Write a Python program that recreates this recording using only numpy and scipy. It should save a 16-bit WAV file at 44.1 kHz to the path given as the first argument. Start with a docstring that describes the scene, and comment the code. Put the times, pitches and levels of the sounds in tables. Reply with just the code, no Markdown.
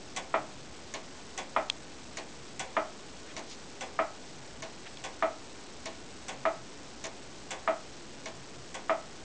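"""In a small quiet room, a large clock goes tick, clunk, tock.
The teeth of its brass wheel land in turn on the two pallets (catches) of a rocker, each with a short
bouncing tick. Once a swing a heavy clunk follows and rings the frame. The listener backs away, moves
round and comes to rest. Beneath lie room rumble, dull thuds, a few rubs and snaps, and 8-bit hiss."""
import sys
import numpy as np
from scipy import signal
from scipy.fft import rfft, irfft
from scipy.io import wavfile

SR = 44100
rng = np.random.default_rng(int(sys.argv[2]) if len(sys.argv) > 2 else 0)


def materialize(psi):
    """Save the field psi as 16-bit PCM at rate SR to the path in sys.argv[1].

    A 1-D psi becomes a single channel; in a 2-D psi each row is a channel.
    """
    bounded = np.clip(np.atleast_2d(psi).T, -1, 1)
    quanta = np.round(bounded * 32767).astype(np.int16)
    wavfile.write(sys.argv[1], SR, quanta)


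N = 407484
RING_SIZE = 16384  # samples in one strike
AGE = np.arange(RING_SIZE) / SR  # time since the strike [s]


def amp(db):
    """Turns decibels into a gain."""
    return 10 ** (np.asarray(db) / 20)

def unit(x):
    """Scales a sound to an average strength (rms) of 1."""
    return x / np.sqrt(np.mean(x ** 2) + 1e-20)

def burst(x):
    """Scales a short sound to the energy of one millisecond at strength 1."""
    return x / np.sqrt(np.sum(x ** 2) * 1000 / SR + 1e-20)

def read(points, hz):
    """Looks up a pitch in a table, sliding between rows on a musical (log) scale."""
    pitches, values = np.transpose(points)
    return np.interp(np.log(hz + 1), np.log(pitches + 1), values)

def add(mix, s, sound):
    """Mixes a sound in at s seconds."""
    part = mix[max(round(s * SR), 0):][:len(sound)]
    part += sound[:len(part)]

def colour(x, points):
    """Makes some pitches louder and others softer."""
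    gain = amp(read(points, np.fft.rfftfreq(len(x), 1 / SR)))
    return irfft(rfft(x) * gain, len(x))

def swell(hz, rise_s):
    """Sound builds as a blow spreads; bending waves carry bass more slowly than treble."""
    return 1 - np.exp(-(AGE / rise_s) ** 2 * hz / 1000)

def ring(notes, rise_s, stretch):
    """A struck part's notes swell, then fade 60 dB in their base fade time multiplied by stretch."""
    sound = np.zeros(RING_SIZE)
    for k, (hz, db, fade_s) in enumerate(notes):
        envelope = swell(hz, rise_s) * amp(db - 60 * AGE / (fade_s * stretch))
        sound += (-1) ** k * envelope * np.sin(2 * np.pi * hz * AGE)  # neighbours swing opposite ways
    return burst(sound)

def click(points):
    """The shortest click that has this tone colour."""
    log_gain = np.log(amp(read(points, abs(np.fft.fftfreq(RING_SIZE, 1 / SR)))))
    spectrum = np.exp(np.conj(signal.hilbert(log_gain)))  # packs the energy at the start
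    return burst(np.fft.ifft(spectrum).real)

def contact(points, scrape_s, grit):
    """A blow, then tiny slips as the parts settle together."""
    slips = rng.standard_normal(RING_SIZE) * np.exp(-AGE / scrape_s)
    slips *= grit / np.linalg.norm(slips)
    slips[0] += 1  # the blow itself
    return burst(signal.fftconvolve(click(points), slips)[:RING_SIZE])


# tone colours of the rumble and the hiss: (pitch [Hz], relative level [dB])
RUMBLE_COLOUR = [(10, -7), (28, -9), (48, -8.5), (62, 0), (95, -6.5), (130, -3), (180, -3.5), (255, -0.5),
                 (400, -2), (560, -6.5), (720, -7.5), (1050, -12), (1450, -19.5), (2300, -63)]
HISS_COLOUR = [(500, -16), (1500, -0.5), (3000, -2.5), (5500, -3), (8000, -7.5), (9000, -24)]
# thin steady tones: (pitch [Hz], level [dB])
WHINE_TONES = [(1471, -72), (5160, -75), (7859, -65), (7889, -67)]

def background():
    """Low room rumble, faint microphone hiss and a few thin tones."""
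    rumble = amp(-52) * unit(colour(rng.standard_normal(N), RUMBLE_COLOUR))
    hiss = amp(-57.5) * unit(colour(rng.standard_normal(N), HISS_COLOUR))
    t = np.arange(N) / SR
    whine = sum(np.sqrt(2) * amp(db) * np.sin(2 * np.pi * hz * t) for hz, db in WHINE_TONES)
    return rumble + hiss + whine

def thuds(pitch_hz=133.5, length_s=.17, first_s=.41, every_s=2.0, gap_s=.19):
    """A low note swells in dull, regular pairs, half hidden in the rumble."""
    out, window = np.zeros(N), np.hanning(int(length_s * SR))
    thud = amp(-52.5) * np.sin(2 * np.pi * pitch_hz * np.arange(len(window)) / SR) * window
    for s in np.arange(first_s, N / SR, every_s):
        add(out, s - length_s / 2, thud)
        add(out, s + gap_s - length_s / 2, thud)
    return out


# faint rubs: (time [s], length [s], level [dB], strongest pitch [Hz])
RUB_EVENTS = [(3.235, .13, -52.5, 1770), (3.462, 0.11, -47, 4250), (4.849, 0.043, -46.5, 2140)]

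def rubs():
    """Soft, brief rustles: noise that fades in and out."""
    out = np.zeros(N)
    for s, length, db, hz in RUB_EVENTS:
        shape = [(hz / 5, -16), (hz, 0), (hz * 1.75, -4), (10000, -30)]
        noise = unit(colour(rng.standard_normal(RING_SIZE), shape))
        window = np.hanning(int(length * SR))
        add(out, s, amp(db) * noise[:len(window)] * window)
    return out


# dry snaps: (time [s], relative level [dB])
SNAP_EVENTS = [(1.6995, -11), (4.972, -31.5)]
# notes of the part that snaps: (pitch [Hz], relative level [dB], base fade time [s])
SNAP_NOTES = [(2690, 5, 0.0047), (3310, -1, 0.0088), (4100, -0.5, 0.005), (6570, -19.5, 0.01),
              (7600, -20, 0.011)]
# tone colour of its first crack: (pitch [Hz], relative level [dB])
SNAP_COLOUR = [(200, -7), (1200, -1), (2600, -2), (4200, 2.5), (5500, -3), (8200, -18), (10200, -44)]

def snaps():
    """A small hard part clicks, too close for any room echo."""
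    crack = amp(-6.5) * contact(SNAP_COLOUR, scrape_s=.00044, grit=.34)
    snap = crack + ring(SNAP_NOTES, rise_s=.0035, stretch=.66)
    out = np.zeros(N)
    for s, db in SNAP_EVENTS:
        add(out, s, amp(db - 6) * snap)
    return out


# the listener's path: (time [s], closeness [0-1], distance to the side [0-1])
LISTENER_PATH = [(0, 0.99, 1), (1.5, 0.87, 0.91), (2.75, 0.03, 1), (5.0, 0, 0)]

def listener(s):
    """How close the listener is to the clock, and how far to the side of the resting place."""
    times, close, aside = np.transpose(LISTENER_PATH)
    return np.interp(s, times, close), np.interp(s, times, aside)

def reflections():
    """A crowd of random echoes, evened out over time and pitch."""
    noise = rng.standard_normal(RING_SIZE)
    for size in (1024, 512, 1024, 512):
        slices = signal.stft(noise, nperseg=size)[2]
        noise = signal.istft(slices / (abs(slices) + 1e-12), nperseg=size)[1][:RING_SIZE]
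    return unit(noise)

def echoes_at(s, resting, fresh):
    """The echo pattern shifts while the listener moves; at rest only a small fresh share changes."""
    share = np.clip(fresh + np.mean(listener(s)), 0, 1)
    return np.sqrt(1 - share) * resting + np.sqrt(share) * reflections()


# how echoes die away in the case and room: (pitch [Hz], base fade time [s])
ROOM_FADES = [(200, 0.24), (650, 0.31), (1300, 0.3), (2300, 0.27), (4000, 0.14), (8000, 0.19)]

def room_tail(echoes, points, rise_s, stretch):
    """Case and room scatter the sound: bass swells later and lasts longer than treble."""
    hz, spectrum = np.fft.rfftfreq(RING_SIZE, 1 / SR), rfft(colour(echoes, points))
    centres, out = [centre for centre, _ in ROOM_FADES], 0
    for (centre, fade_s), weights in zip(ROOM_FADES, np.eye(len(ROOM_FADES))):
        band = irfft(spectrum * read(list(zip(centres, weights)), hz))
        envelope = swell(centre, rise_s) * amp(-60 * AGE / (fade_s * stretch))
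        out = out + band * unit(envelope)
    return burst(out)

def brighten(x, treble_db, corner_hz):
    """Turns the treble up or down; a harder hit has more of it."""
    low = signal.lfilter(*signal.butter(1, corner_hz, fs=SR), x)
    return low + amp(treble_db) * (x - low)

def ticks(landings, crack_colour, echo_colour, metal, bounces, *, level_db, treble_db,
          ring_aside_db, crack_db, echo_db, echo_rise_s, stretch, scrape_s):
    """A tooth hits a pallet, rings the metal and bounces: (delay [s], relative level [dB])."""
    out, resting = np.zeros(N), reflections()
    hardness = 2.5  # dB of extra treble per dB of force
    for s, force_db, bounce_db in landings:
        crack = contact(crack_colour, scrape_s, grit=5.2)
        for delay_s, drop_db in bounces:
            add(crack, delay_s, amp(bounce_db + drop_db) * contact(crack_colour, scrape_s, grit=2.8))
        room = room_tail(echoes_at(s, resting, fresh=.096), echo_colour, echo_rise_s, stretch)
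        _, aside = listener(s)
        ringing = amp(ring_aside_db * aside) * metal  # depends on the side it is heard from
        tick = ringing + amp(force_db) * (amp(crack_db) * crack + amp(echo_db) * room)
        add(out, s, amp(level_db) * brighten(tick, treble_db + hardness * force_db, corner_hz=3600))
    return out


# teeth landing on the exit pallet: (time [s], force [dB], bounce strength [dB])
EXIT_LANDINGS = [(0.9393, 1.5, -11), (2.171, 1.2, -7), (3.3657, 0.5, 0), (4.6229, -0.9, -6),
                 (5.8571, 0.7, -7), (7.0404, 1.05, 3), (8.2581, -0.7, -4)]
# notes of wheel and rocker: (pitch [Hz], relative level [dB], base fade time [s])
EXIT_NOTES = [(651, -3.5, 0.33), (1074, -4.5, 0.16), (1770, -3.5, 0.052), (2206, 0.5, 0.085),
              (2925, -13, 0.26), (3590, -14.5, 0.18), (4310, -13, 0.16), (5750, -7, .11),
              (6480, -13.5, 0.081)]
# tone colours of the crack and its echo: (pitch [Hz], relative level [dB])
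EXIT_COLOUR = [(300, -4), (1000, -15.5), (2100, 1.5), (3000, -13), (4200, -8), (5000, -9), (6300, 2.5),
               (7400, -2), (9000, -15)]
EXIT_ECHO = [(120, -56), (200, -8), (282, -1), (418, -2), (629, -1), (932, -0.5), (1080, -3), (1380, -12.5),
             (1820, -5), (3290, -8.5), (4340, -6.5), (5110, -14.5), (6020, -12), (8080, -15.5),
             (10000, -73), (13000, -84), (22000, -120)]

def exit_tocks():
    """The duller tock: a tooth lands on the exit pallet and bounces twice."""
    metal = amp(-1) * ring(EXIT_NOTES, rise_s=.0044, stretch=.73)
    return ticks(EXIT_LANDINGS, EXIT_COLOUR, EXIT_ECHO, metal, bounces=[(.0142, -5.5), (.0265, -6.5)],
                 level_db=-25.5, treble_db=-6.5, ring_aside_db=-2.5, crack_db=-2,
                 echo_db=0, echo_rise_s=.012, stretch=.81, scrape_s=.0036)


# teeth landing on the entry pallet: (time [s], force [dB], bounce strength [dB])
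ENTRY_LANDINGS = [(0.163, 1.16, 2.5), (1.3768, 0.87, -11.5), (2.5945, 1.1, -8), (3.8092, -0.1, -9),
                  (5.0394, 0.1, -21), (6.2826, -.2, 0), (7.5068, 0.6, -2.5), (8.7435, -1.3, 3)]
# notes of wheel and rocker: (pitch [Hz], relative level [dB], base fade time [s])
ENTRY_NOTES = [(526.7, -7, 0.54), (763, 1.5, 0.28), (926, -7.5, 0.31), (1099, 1, .15), (1490, -2.5, 0.18),
               (2030, 0, 0.14), (2325, -10.5, .2), (3400, -13.5, 0.18), (3417, -3.5, .18),
               (6010, -0.5, 0.074), (6170, -3, 0.03), (7500, -4.5, 0.055)]
# tone colours of the crack and its echo: (pitch [Hz], relative level [dB])
ENTRY_COLOUR = [(300, -2.5), (1000, -6), (2200, 1.5), (2800, 1), (3400, -3.5), (4500, -10.5), (6200, -1.5),
                (7200, 0.5), (7900, 6.5), (9000, -7.5)]
ENTRY_ECHO = [(120, -48), (200, -7), (391, -9.5), (778, -2.5), (917, -7.5), (1080, -3), (1340, -21),
              (1500, -13.5), (2150, -8.5), (3130, -14.5), (3450, -13), (4270, -21), (6020, -18),
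              (7950, -15), (10000, -54.5), (13000, -74), (22000, -120)]

def entry_ticks():
    """The brighter tick: a tooth lands on the entry pallet and bounces once."""
    metal = amp(-3.5) * ring(ENTRY_NOTES, rise_s=.0053, stretch=.95)
    return ticks(ENTRY_LANDINGS, ENTRY_COLOUR, ENTRY_ECHO, metal, bounces=[(.0092, -.49)],
                 level_db=-23, treble_db=.5, ring_aside_db=2.5, crack_db=-6,
                 echo_db=-1, echo_rise_s=.013, stretch=.89, scrape_s=.0039)

def emphasise(x, db, centre_hz, width_hz):
    """Turns one band of pitches up or down."""
    band = signal.lfilter(*signal.iirpeak(centre_hz, centre_hz / width_hz, fs=SR), x)
    return x + (amp(db) - 1) * band


# heavy strokes, each just after an entry tick: (time [s])
CLUNK_TIMES = [0.3409, 1.563, 2.7668, 3.99, 5.2244, 6.453, 7.676, 8.895]
# notes of the struck lever and the frame: (pitch [Hz], relative level [dB], base fade time [s])
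LEVER_NOTES = [(622, -8, .014), (980, 3.5, 0.026), (1262.5, 4, 0.02), (1772, -6.5, 0.036),
               (2140, -11, 0.03), (2367, -11, 0.024), (3220, -31, 0.0093)]
FRAME_NOTES = [(309, -15, 0.29), (417.7, -10.5, 0.15), (622, -10.5, 0.32), (659, -13.5, 0.33),
               (657.3, 5.5, .235), (778, -24, 0.56), (852, -12, 0.32), (911, -25.5, .35), (1021, -14, .2),
               (1150, -5.5, 0.077), (1219, -12, 0.098), (1291, -10, .3), (1360, -22, 0.32),
               (1550, -40, 0.44), (1827, -20.5, 0.087), (1890, -16.5, 0.13), (1967, -18.5, 0.26),
               (2105, -16.5, .15), (2394, -13, 0.15)]
# tone colour of the clunk's echo: (pitch [Hz], relative level [dB])
CLUNK_ECHO = [(100, -32.5), (200, -13.5), (310, -6), (450, -16), (640, 8.5), (800, -2.5), (1040, -6),
              (1300, -2.5), (1550, -11.5), (2300, -13.5), (2740, -19), (3300, -20.5), (5000, -42.5),
              (9000, -60)]

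def clunks():
    """Once a swing, the same heavy blow knocks the lever, rings the frame and echoes in the room."""
    out, resting = np.zeros(N), reflections()
    frame = ring(FRAME_NOTES, rise_s=.0065, stretch=.9)
    knock = ring(LEVER_NOTES, rise_s=.00097, stretch=.99)
    for s in CLUNK_TIMES:
        close, aside = listener(s)
        db = -14.5 + 1.2 * close
        room = room_tail(echoes_at(s, resting, fresh=.03), CLUNK_ECHO, rise_s=.0021, stretch=.93)
        clunk = amp(-2.4) * knock + amp(3) * frame + amp(1) * room
        # the frame's main and upper ring change with where the listener stands
        clunk = emphasise(clunk, -.9 - 6.5 * aside, centre_hz=658.5, width_hz=58)
        clunk = emphasise(clunk, 2 - 3 * close, centre_hz=1250, width_hz=310)
        add(out, s, amp(db) * brighten(clunk, treble_db=.5, corner_hz=1510))
        add(out, s - .0016, amp(db - 20) * knock)  # a light touch just before the lever lands
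    return out

def scene():
    """Tick, clunk, tock over the quiet room, in one channel."""
    clock = entry_ticks() + exit_tocks() + clunks()
    return (clock + snaps() + rubs() + thuds() + background())[None]

def record(dry):
    """Rounding to coarse 8-bit steps adds gritty hiss; filters smooth it and cut the top treble."""
    rate_hz, step = 16000, 1 / 128
    sampled = signal.resample_poly(dry, rate_hz, SR, axis=1)
    stepped = step * np.floor(sampled / step + .06)
    smoothing = signal.firwin(6175, 8130, window=("kaiser", 7), fs=np.lcm(SR, rate_hz))
    smoothed = signal.resample_poly(stepped, SR, rate_hz, axis=1, window=smoothing)[:, :N]
    treble_cut = signal.firwin(511, 10200, window=("kaiser", 9), fs=SR)
    return signal.oaconvolve(smoothed, treble_cut[None], "same")


dry = scene()
out = record(dry)
materialize(out)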